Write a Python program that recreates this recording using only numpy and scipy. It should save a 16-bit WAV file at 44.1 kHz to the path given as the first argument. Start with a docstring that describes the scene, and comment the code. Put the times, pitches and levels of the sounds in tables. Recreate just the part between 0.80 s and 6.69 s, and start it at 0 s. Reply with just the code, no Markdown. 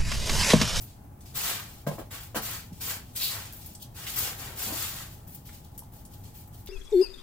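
"""Quick, uneven broom strokes scratch, fizz and rub on a concrete basement floor, over low room rumble.
Bristles chatter once and shove paper; the head knocks on furniture; a dog's claws tick and feet thud.
After the last stroke: light brushing, crisp snaps, soft thuds, a few claw ticks.
Brushing is filtered random clicks; knocks are dying modes and noise bursts; most pass through a small room."""
import sys
import numpy as np
from scipy import signal
from scipy.fft import rfft, irfft, next_fast_len
from scipy.io import wavfile
from scipy.ndimage import uniform_filter1d

SR = 44100
rng = np.random.default_rng(int(sys.argv[2]) if len(sys.argv) > 2 else 0)


def waveform_to_disk(signal):
    """Save audio, clipped to [-1, 1], as 16-bit WAV at the path in sys.argv[1]."""
    frames = np.transpose(np.atleast_2d(signal))
    scaled = np.clip(frames, -1, 1) * 32767
    samples = np.round(scaled).astype(np.int16)
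    wavfile.write(sys.argv[1], SR, samples)


N = 259731
TIME = np.arange(N) / SR
FAST = next_fast_len(N + SR, True)

# broom strokes: (start [s], attack [s], length until the lift [s], relative scratch level [dB],
# fade after the lift [dB/s], tip fizz re scratch [dB], pressed-head rub re scratch [dB])
STROKES = [(0.538, 0.02, 0.058, -40, 99, 1, -0.5), (0.615, 0.019, 0.079, -39, 109, 0.5, 4),
           (1.301, 0.013, 0.043, -49, 158, 1, 7.5), (1.612, 0.013, 0.13, -45, 167, 2.5, 1.5),
           (1.998, 0.013, 0.11, -44, 202, 4, -2), (2.064, 0.026, 0.047, -46, 204, 3.5, 7),
           (2.345, 0.014, 0.087, -46, 150, 5, -24), (2.398, 0.0091, 0.082, -42.5, 120, 6, -20),
           (2.475, 0.018, 0.088, -48, 107, -8, 5.5), (2.62, 0.027, 0.046, -54, 280, -1, -4),
           (3.133, 0.043, 0.1, -50.5, 96, 0.5, 3.5), (3.257, 0.012, 0.11, -46, 84, 3, -1.5),
           (3.351, 0.024, 0.047, -39, 150, 6.5, -0.5), (3.41, 0.016, 0.068, -43.5, 180, -1, 3),
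           (3.56, 0.037, 0.08, -49.5, 85, 3.5, 5), (3.745, 0.062, 0.11, -42, 49, 4.5, -3.5),
           (3.919, 0.054, 0.12, -41, 150, 4, -1.5), (4.069, 0.026, 0.13, -49, 126, 1, 1.5)]
# spectrum of the bristle scratch: (frequency [Hz], relative level per Hz [dB])
SCRATCH = [(300, -43), (1200, -21.5), (2200, -2.5), (3000, -1), (4300, 1), (6300, -1), (7700, 1.5),
           (8900, -3), (11000, -2.5), (16000, -29)]
# spectrum of the fizzing tips: (frequency [Hz], relative level per Hz [dB])
FIZZ = [(4000, -6), (8500, 0), (10500, 1.5), (12200, 9.5), (13500, 5.5), (15200, 13), (16500, -26.5)]
# spectrum of splashing or stirring bristles: (frequency [Hz], relative level per Hz [dB])
SPLASH = [(800, -15), (2000, -25), (3000, 3), (6000, 0.5), (9000, -0.5), (12000, 1), (16000, 2.5)]


def gain_of(db):
    """Decibels to amplitude gain."""
    return 10 ** (np.asarray(db) / 20)


def evened(x):
    """Scales to rms 1."""
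    return x / np.sqrt(np.mean(x ** 2) + 1e-20)


def read(points, hz):
    """Interpolates a table on a log-frequency axis."""
    f, value = np.transpose(points)
    return np.interp(np.log(hz + 1), np.log(f + 1), value)


def add(mix, start_s, sound):
    """Mixes a sound in at start_s."""
    part = mix[max(round(start_s * SR), 0):][:len(sound)]
    part += sound[:len(part)]


def colour(x, points):
    """Filters by a spectrum in dB."""
    size = next_fast_len(len(x) + SR // 4, True)
    gain = gain_of(read(points, np.fft.rfftfreq(size, 1 / SR)))
    return irfft(rfft(x, size) * gain, size)[:len(x)]


def resonate(x, hz, width_hz):
    """One resonance: shift hz down to zero, low-pass, shift back."""
    turn = np.exp(2j * np.pi * np.cumsum(hz * np.ones(len(x))) / SR)
    r = np.exp(-np.pi * width_hz / SR)
    return 2 * (turn * signal.lfilter([1 - r], [1, -r], x / turn + 1e-18)).real


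def wander(rate_hz):
    """Random curve of about rms 1, band-limited below rate_hz."""
    spectrum = rfft(rng.standard_normal(FAST))
    return evened(irfft(spectrum * (np.fft.rfftfreq(FAST, 1 / SR) < rate_hz), FAST)[:N])


def slips(per_s, spread_db, clump_db):
    """Tiny clicks of bristles springing off the grit: uneven in size, and released in tufts."""
    sizes = gain_of(spread_db * np.minimum(rng.exponential(1, N), 5)) * rng.choice([-1, 1], N)
    happens = rng.random(N) < per_s / SR
    return evened(sizes * happens * gain_of(clump_db * wander(110)))


def push(start_s, attack_s, length_s, fade_db_per_s):
    """Gain of one movement: it speeds up, sags gently as it slows, and fades once the pressure is off."""
    sag_db_per_s = 9.5
    t = np.maximum(TIME - start_s, 0)
    fall_db = -sag_db_per_s * t - fade_db_per_s * np.maximum(t - length_s, 0)
    return np.minimum(t / attack_s, 1) * gain_of(fall_db)


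def ring(modes, t):
    """Modes after one blow, each dying 60 dB in its t60."""
    return sum(gain_of(db - 60 * t / t60_s) * np.sin(2 * np.pi * hz * t) for hz, db, t60_s in modes)


def burst(points, t, t60_s):
    """A short coloured noise spray of contacts, quick to rise."""
    spray = evened(colour(rng.standard_normal(len(t)), points))
    return spray * gain_of(-60 * t / t60_s) * (1 - np.exp(-t / 0.00021))


def background():
    """Low rumble with a faint fan-like tone and thin hiss; the bass is alike in both ears."""
    # room noise: (frequency [Hz], relative level per Hz [dB])
    rumble_shape = [(15, -13), (30, -7.5), (50, -2.5), (80, -1), (108, 2), (150, -6), (220, -11),
                    (320, -17), (500, -23.5), (720, -20.5), (1100, -28), (2000, -36.5), (4000, -44.5),
                    (16000, -37.5)]
    # left-right likeness: (frequency [Hz], correlation [-1 to 1])
    ear_likeness = [(30, 0.96), (150, 0.98), (300, 0.89), (600, 0.2), (1200, 0.053), (3000, 0.061),
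                    (16000, 0.044)]
    level_db, swing_db = -46.5, 0.59
    a, b = rfft(rng.standard_normal((2, FAST)))
    hz = np.fft.rfftfreq(FAST, 1 / SR)
    same = np.clip(read(ear_likeness, hz), -1, 1)
    fan_db = 10 / (1 + ((hz - 836) / 20) ** 2)
    left_right = np.array([a, same * a + np.sqrt(1 - same ** 2) * b])
    pair = irfft(left_right * gain_of(read(rumble_shape, hz) + fan_db), FAST)[:, :N]
    return gain_of(level_db + swing_db * wander(15)) * evened(pair)


def rustling():
    """Light contact: fewer, more separate crackles."""
    # light brushing: (start [s], length [s], relative level [dB], fizz re that level [dB])
    light_moves = [(0.0, 0.0071, -58, 12), (0.053, 0.063, -62, -9), (0.41, 0.024, -67.5, 5),
                   (0.448, 0.057, -59, -1), (0.87, 0.1, -60, 2), (1.105, 0.028, -55.5, 2),
                   (1.399, 0.017, -52.5, 5.5), (1.922, 0.086, -61.5, 1), (2.244, 0.12, -65, 1),
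                   (2.72, 0.055, -61, 12), (2.797, 0.07, -57, 3), (2.884, 0.027, -62.5, 6),
                   (4.305, 0.019, -63.5, 7), (4.469, 0.022, -65.5, 17.5), (4.52, 0.017, -60.5, 5),
                   (4.648, 0.025, -59, 5.5), (4.72, 0.035, -58, 2), (5.117, 0.051, -65.5, 8.5),
                   (5.308, 0.099, -70.5, 9), (5.43, 0.03, -58.5, 1), (5.537, 0.061, -61, 6.5),
                   (5.72, 0.017, -72, 9), (5.77, 0.022, -66, 6)]
    attack_s, fade_db_per_s = 0.0043, 197
    power = np.zeros((2, N))
    for start_s, length_s, db, fizz_db in light_moves:
        move = push(start_s, attack_s, length_s, fade_db_per_s)
        power += (gain_of([[db], [db + fizz_db]]) * move) ** 2
    scratch, fizz = np.sqrt(power)
    low, high = (slips(per_s=3500, spread_db=3, clump_db=1.8) for _ in range(2))
    return gain_of(1.5) * scratch * evened(colour(low, SCRATCH)) + fizz * evened(colour(high, FIZZ))


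def snaps():
    """Paper, grit and single bristles snap: short crisp bursts, each a hump around its own pitch; the two near
    4.98 s belong with the dog's claw ticks."""
    # snaps: (time [s], relative level [dB], t60 [s], centre [Hz])
    snap_events = [(0.407, -46, 0.044, 8000), (2.009, -36, .06, 13000), (2.361, -27.5, 0.061, 9500),
                   (2.86, -33, 0.035, 13000), (2.95, -35.5, 0.031, 8100), (3.267, -33, 0.12, 3120),
                   (4.547, -34, 0.035, 13000), (4.69, -46, 0.069, 1830), (4.978, -35, 0.044, 11800),
                   (4.993, -34, 0.02, 12200), (5.251, -41.5, 0.038, 9100), (5.675, -43, 0.025, 13500),
                   (5.86, -37.5, 0.018, 13000), (5.872, -43.5, 0.086, 3870)]
    out, t = np.zeros(N), np.arange(SR // 4) / SR
    for s, db, t60_s, hz in snap_events:
        hump = [(hz / 10, -32), (hz / 2, -10), (hz, 0), (hz * 2, -11), (hz * 10, -24)]
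        add(out, s, gain_of(db) * burst(hump, t, t60_s))
    return out


def sweeping():
    """Each stroke scratches, fizzes as the tips land, and rubs lower down as the head is pressed."""
    # spectrum of the pressed head's rub: (frequency [Hz], relative level per Hz [dB])
    rub_shape = [(100, -32), (250, -9.5), (500, -7), (800, -3.5), (1250, 0), (1700, -0.5), (2300, -3),
                 (3500, -5), (8000, -22.5)]
    flick_db, flick_s = 2.5, 0.056  # extra fizz as the tips land, dying away
    press_db, press_s = 10.5, 0.073  # the rub starts this far down and grows
    fizz_fade = 0.93  # fizz fade rate after the lift, re scratch
    power = np.zeros((3, N))
    for start_s, attack_s, length_s, db, fade_db_per_s, fizz_db, rub_db in STROKES:
        t = np.maximum(TIME - start_s, 0)
        stroke = push(start_s, attack_s, length_s, fade_db_per_s)
        flick = push(start_s, attack_s, length_s, fade_db_per_s * fizz_fade)
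        flick = flick * gain_of(fizz_db + flick_db * np.exp(-t / flick_s))
        press = stroke * gain_of(rub_db - press_db * np.exp(-t / press_s))
        power += (gain_of(db) * np.array([stroke, flick, press])) ** 2
    scratch, fizz, rub = np.sqrt(power)
    tips = slips(per_s=9800, spread_db=5.5, clump_db=-0.4)
    shafts = slips(per_s=7000, spread_db=3.0, clump_db=-1.5)
    head = slips(per_s=7000, spread_db=2, clump_db=1)
    return (gain_of(4.0) * scratch * evened(colour(shafts, SCRATCH))
            + gain_of(0.9) * fizz * evened(colour(tips, FIZZ))
            + gain_of(2.0) * rub * evened(colour(head, rub_shape)))


def stirring():
    """Stray bristles and paper scraps crackle faintly, coming and going, from the first stroke on."""
    relative_db, swing_db = -68, 6
    crackle = colour(slips(per_s=900, spread_db=4, clump_db=2), SPLASH)
    begun = TIME > STROKES[0][0]
    return gain_of(relative_db + swing_db * wander(14)) * evened(crackle) * begun


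def knocks():
    """Head blows ring the wood, boom, splash the bristles and clack; harder ones clack higher."""
    # blows: (time [s], relative wood ring [dB], boom [dB], clack [dB],
    # hardness [factor on clack pitch], bristle splash [dB])
    blow_events = [(1.066, -32.5, -39, -30, 1.25, -35), (1.071, -27.5, -21.5, -29, 0.66, -36.5),
                   (1.113, -47, -47, -29.5, 0.67, -48), (1.183, -34.5, -51, -33, 0.48, -42),
                   (1.194, -42, -57, -30.5, 0.7, -44), (1.546, -33.5, -52, -32, 1.7, -32.5),
                   (1.554, -44, -62, -26.5, 1.05, -27), (1.561, -71, -44, -24, 1.63, -25),
                   (1.568, -51, -41, -26, 1.09, -41), (3.905, -36, -43, -54, 0.58, -62)]
    # wooden modes: (frequency [Hz], relative level [dB], t60 [s])
    wood_modes = [(381.3, -29.5, 0.15), (540, -17.5, 0.058), (584, -3.5, 0.12), (672, -2.5, 0.12),
                  (850, -18, 0.7), (965, -13.5, 0.14), (1035, -34, 0.54), (1044, -6, .1),
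                  (1185, -40, 0.078), (1614, -10, 0.048)]
    # deep modes: (frequency [Hz], relative level [dB], t60 [s])
    boom_modes = [(150.4, -2, 0.22), (192, -8, 0.24), (227.5, -22.5, 0.41)]
    # clack spectrum at hardness 1: (frequency [Hz], relative level per Hz [dB])
    clack_shape = [(90, -20), (200, 2), (400, 3), (700, 9), (1200, -1), (1700, 0), (2200, -12.5),
                   (5000, -14), (12000, -52)]
    rebound_s, rebound_loss_db = 0.02, 8  # the loose head clacks again, weaker each time
    out, t = np.zeros(N), np.arange(SR // 2) / SR
    for s, wood_db, boom_db, clack_db, hardness, splash_db in blow_events:
        add(out, s, gain_of(wood_db) * ring(wood_modes, t) + gain_of(boom_db) * ring(boom_modes, t))
        add(out, s, gain_of(splash_db) * burst(SPLASH, t, t60_s=0.098))
        for k in range(3):
            clack = burst([(hz * hardness, db) for hz, db in clack_shape], t, t60_s=0.047)
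            add(out, s + k * rebound_s, gain_of(clack_db - k * rebound_loss_db) * clack)
    return out


def thuds():
    """Soft footfalls, bumps and taps swell over a few milliseconds and die as one mode."""
    # soft contacts: (time [s], relative level [dB], frequency [Hz], t60 [s])
    thud_events = [(1.559, -32, 219, 0.2), (1.567, -44, 360, 0.07), (1.921, -29, 176, 0.087),
                   (3.868, -38.5, 217, 0.28), (3.905, -48, 416, 0.059), (3.922, -26.5, 293, 0.045),
                   (5.022, -32.5, 890, 0.015), (5.41, -35.5, 91, 0.12), (5.451, -36.5, 100, 0.22)]
    out, t = np.zeros(N), np.arange(SR // 2) / SR
    for s, db, hz, t60_s in thud_events:
        add(out, s, ring([(hz, db, t60_s)], t) * (1 - np.exp(-t / 0.001)))
    return out


def chatter():
    """Bristles pushed against their lean stick and slip: a broad rasping resonance, a weaker one below."""
    # stick-slip spells: (start [s], length [s], relative level [dB])
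    grip_spells = [(2.354, 0.058, -43), (2.393, 0.077, -32)]
    rasp_hz, attack_s, fade_db_per_s = 4080, 0.01, 254
    grip = np.max([gain_of(db) * push(s, attack_s, length_s, fade_db_per_s)
                   for s, length_s, db in grip_spells], axis=0)
    upper, lower = (slips(per_s=3000, spread_db=2.2, clump_db=2) for _ in range(2))
    for _ in range(3):  # three passes steepen the skirts
        upper = resonate(upper, rasp_hz, width_hz=1500)
        lower = resonate(lower, rasp_hz * 0.7, width_hz=1500)
    return grip * evened(evened(upper) + gain_of(-11.0) * evened(lower))


def claws():
    """A dog's claws on the concrete: tiny dry ticks, too near for the room to matter."""
    # ticks: (time [s], level [dB])
    claw_events = [(2.7253, -31.5), (2.734, -33), (3.303, -25), (4.978, -36), (4.982, -36), (4.992, -28.5)]
    # tick spectrum: (frequency [Hz], relative level per Hz [dB])
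    tick_shape = [(500, -34), (3000, -10), (7000, -3.5), (13000, 5), (16000, 2.5)]
    out, t = np.zeros(N), np.arange(SR // 20) / SR
    for s, db in claw_events:
        add(out, s, gain_of(db) * burst(tick_shape, t, t60_s=0.0075))
    return out


def paper():
    """Sheets shoved ahead of the broom scuff with a dull, hollow tone."""
    # shoves: (start [s], length [s], relative level [dB])
    shove_events = [(3.388, 0.13, -52), (3.55, 0.22, -53), (3.77, 0.11, -52.5), (3.85, 0.077, -45.5)]
    # scuff spectrum: (frequency [Hz], relative level per Hz [dB])
    sheet_shape = [(100, -18), (220, -5.5), (400, -1), (550, -5.5), (720, 1), (1100, -9), (2500, -34),
                   (8000, -45)]
    attack_s, fade_db_per_s = 0.034, 200
    shove = np.max([gain_of(db) * push(s, attack_s, length_s, fade_db_per_s)
                    for s, length_s, db in shove_events], axis=0)
    return shove * evened(colour(slips(per_s=1500, spread_db=2.5, clump_db=2), sheet_shape))


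def reflections():
    """The room's answer from one spot: sparse taps for each ear, decaying at a rate set by frequency."""
    # reverberation time: (frequency [Hz], t60 [s])
    decay_times = [(150, 0.27), (600, 0.23), (2000, 0.26), (6000, 0.28), (16000, 0.11)]
    size, taps_per_s, gap_s = SR // 2, 5000, 0.002
    taps = rng.standard_normal((2, size)) * (rng.random((2, size)) < taps_per_s / SR)
    taps = taps * (np.arange(size) > gap_s * SR)
    hz, t, z = signal.stft(taps, SR, nperseg=256)
    early = 1 + 3.3 * np.exp(-t / 0.013)  # floor and nearby furniture answer first
    decay = gain_of(-60 * t / read(decay_times, hz)[:, None])
    spectrum = rfft(signal.istft(z * early * decay, SR, nperseg=256)[1], 2 * size)
    # clutter scatters all pitches evenly
    smooth_power = uniform_filter1d(abs(spectrum) ** 2, size=45)
    tail = irfft(spectrum / np.sqrt(smooth_power + 1e-12))[:, :size]
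    return tail / np.linalg.norm(tail, axis=1, keepdims=True)


def basement(x, wet_db, count):
    """Direct sound reaches the left ear first; a moving source crossfades count reflection patterns."""
    # reflected over direct sound, before wet_db: (frequency [Hz], level [dB])
    wet_balance = [(100, -19), (220, -16.5), (500, -8), (1200, -6), (3000, 4.5), (16000, 3)]
    cycles_per_s, right_delay_s = 11, 5e-5
    size = next_fast_len(N + SR, True)
    spot = (TIME * cycles_per_s - np.arange(count)[:, None] / count) % 1 * count
    shares = np.sin(np.pi / 2 * np.minimum(spot, 2))
    room = sum(rfft(x * share, size) * rfft(reflections(), size) for share in shares)
    hz = np.fft.rfftfreq(size, 1 / SR)
    wet = gain_of(read(wet_balance, hz) + wet_db)
    direct = rfft(x, size) * np.exp(-2j * np.pi * hz * np.array([[0], [right_delay_s]]))
    return irfft((direct + wet * room) / np.sqrt(1 + wet ** 2), size)[:, :N]


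def scene():
    """Broom, knocks and thuds in the room, plus dry claws and the background."""
    # knocks and thuds carry little deep bass: (frequency [Hz], gain [dB])
    low_cut = [(30, -26), (70, -9), (130, 0), (16000, -0.5)]
    brush = sweeping() + rustling() + stirring() + paper()
    brush = gain_of(2.5) * basement(brush, wet_db=5.5, count=8)
    blows = basement(colour(knocks() + thuds(), low_cut), wet_db=5.5, count=2)
    crisp = basement(chatter() + snaps(), wet_db=-3, count=5)
    return brush + blows + crisp + claws() + background()


def record(dry):
    """Left and right microphones differ in tone, the left brighter at the top; then a low-pass."""
    # tone balance: (frequency [Hz], left minus right [dB])
    left_over_right = [(100, 0.6), (300, 1.5), (3000, 0), (7000, .3), (10500, 0.5), (13000, 5), (16000, 8)]
    edge_hz = 16000
    ports = np.array([colour(x, [(hz, side * db / 2) for hz, db in left_over_right])
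                      for x, side in zip(dry, (1, -1))])
    low_pass = signal.firwin(511, edge_hz, window=("kaiser", 9), fs=SR)
    return signal.oaconvolve(ports, low_pass[None], "same")


dry = scene()
out = record(dry)
waveform_to_disk(out)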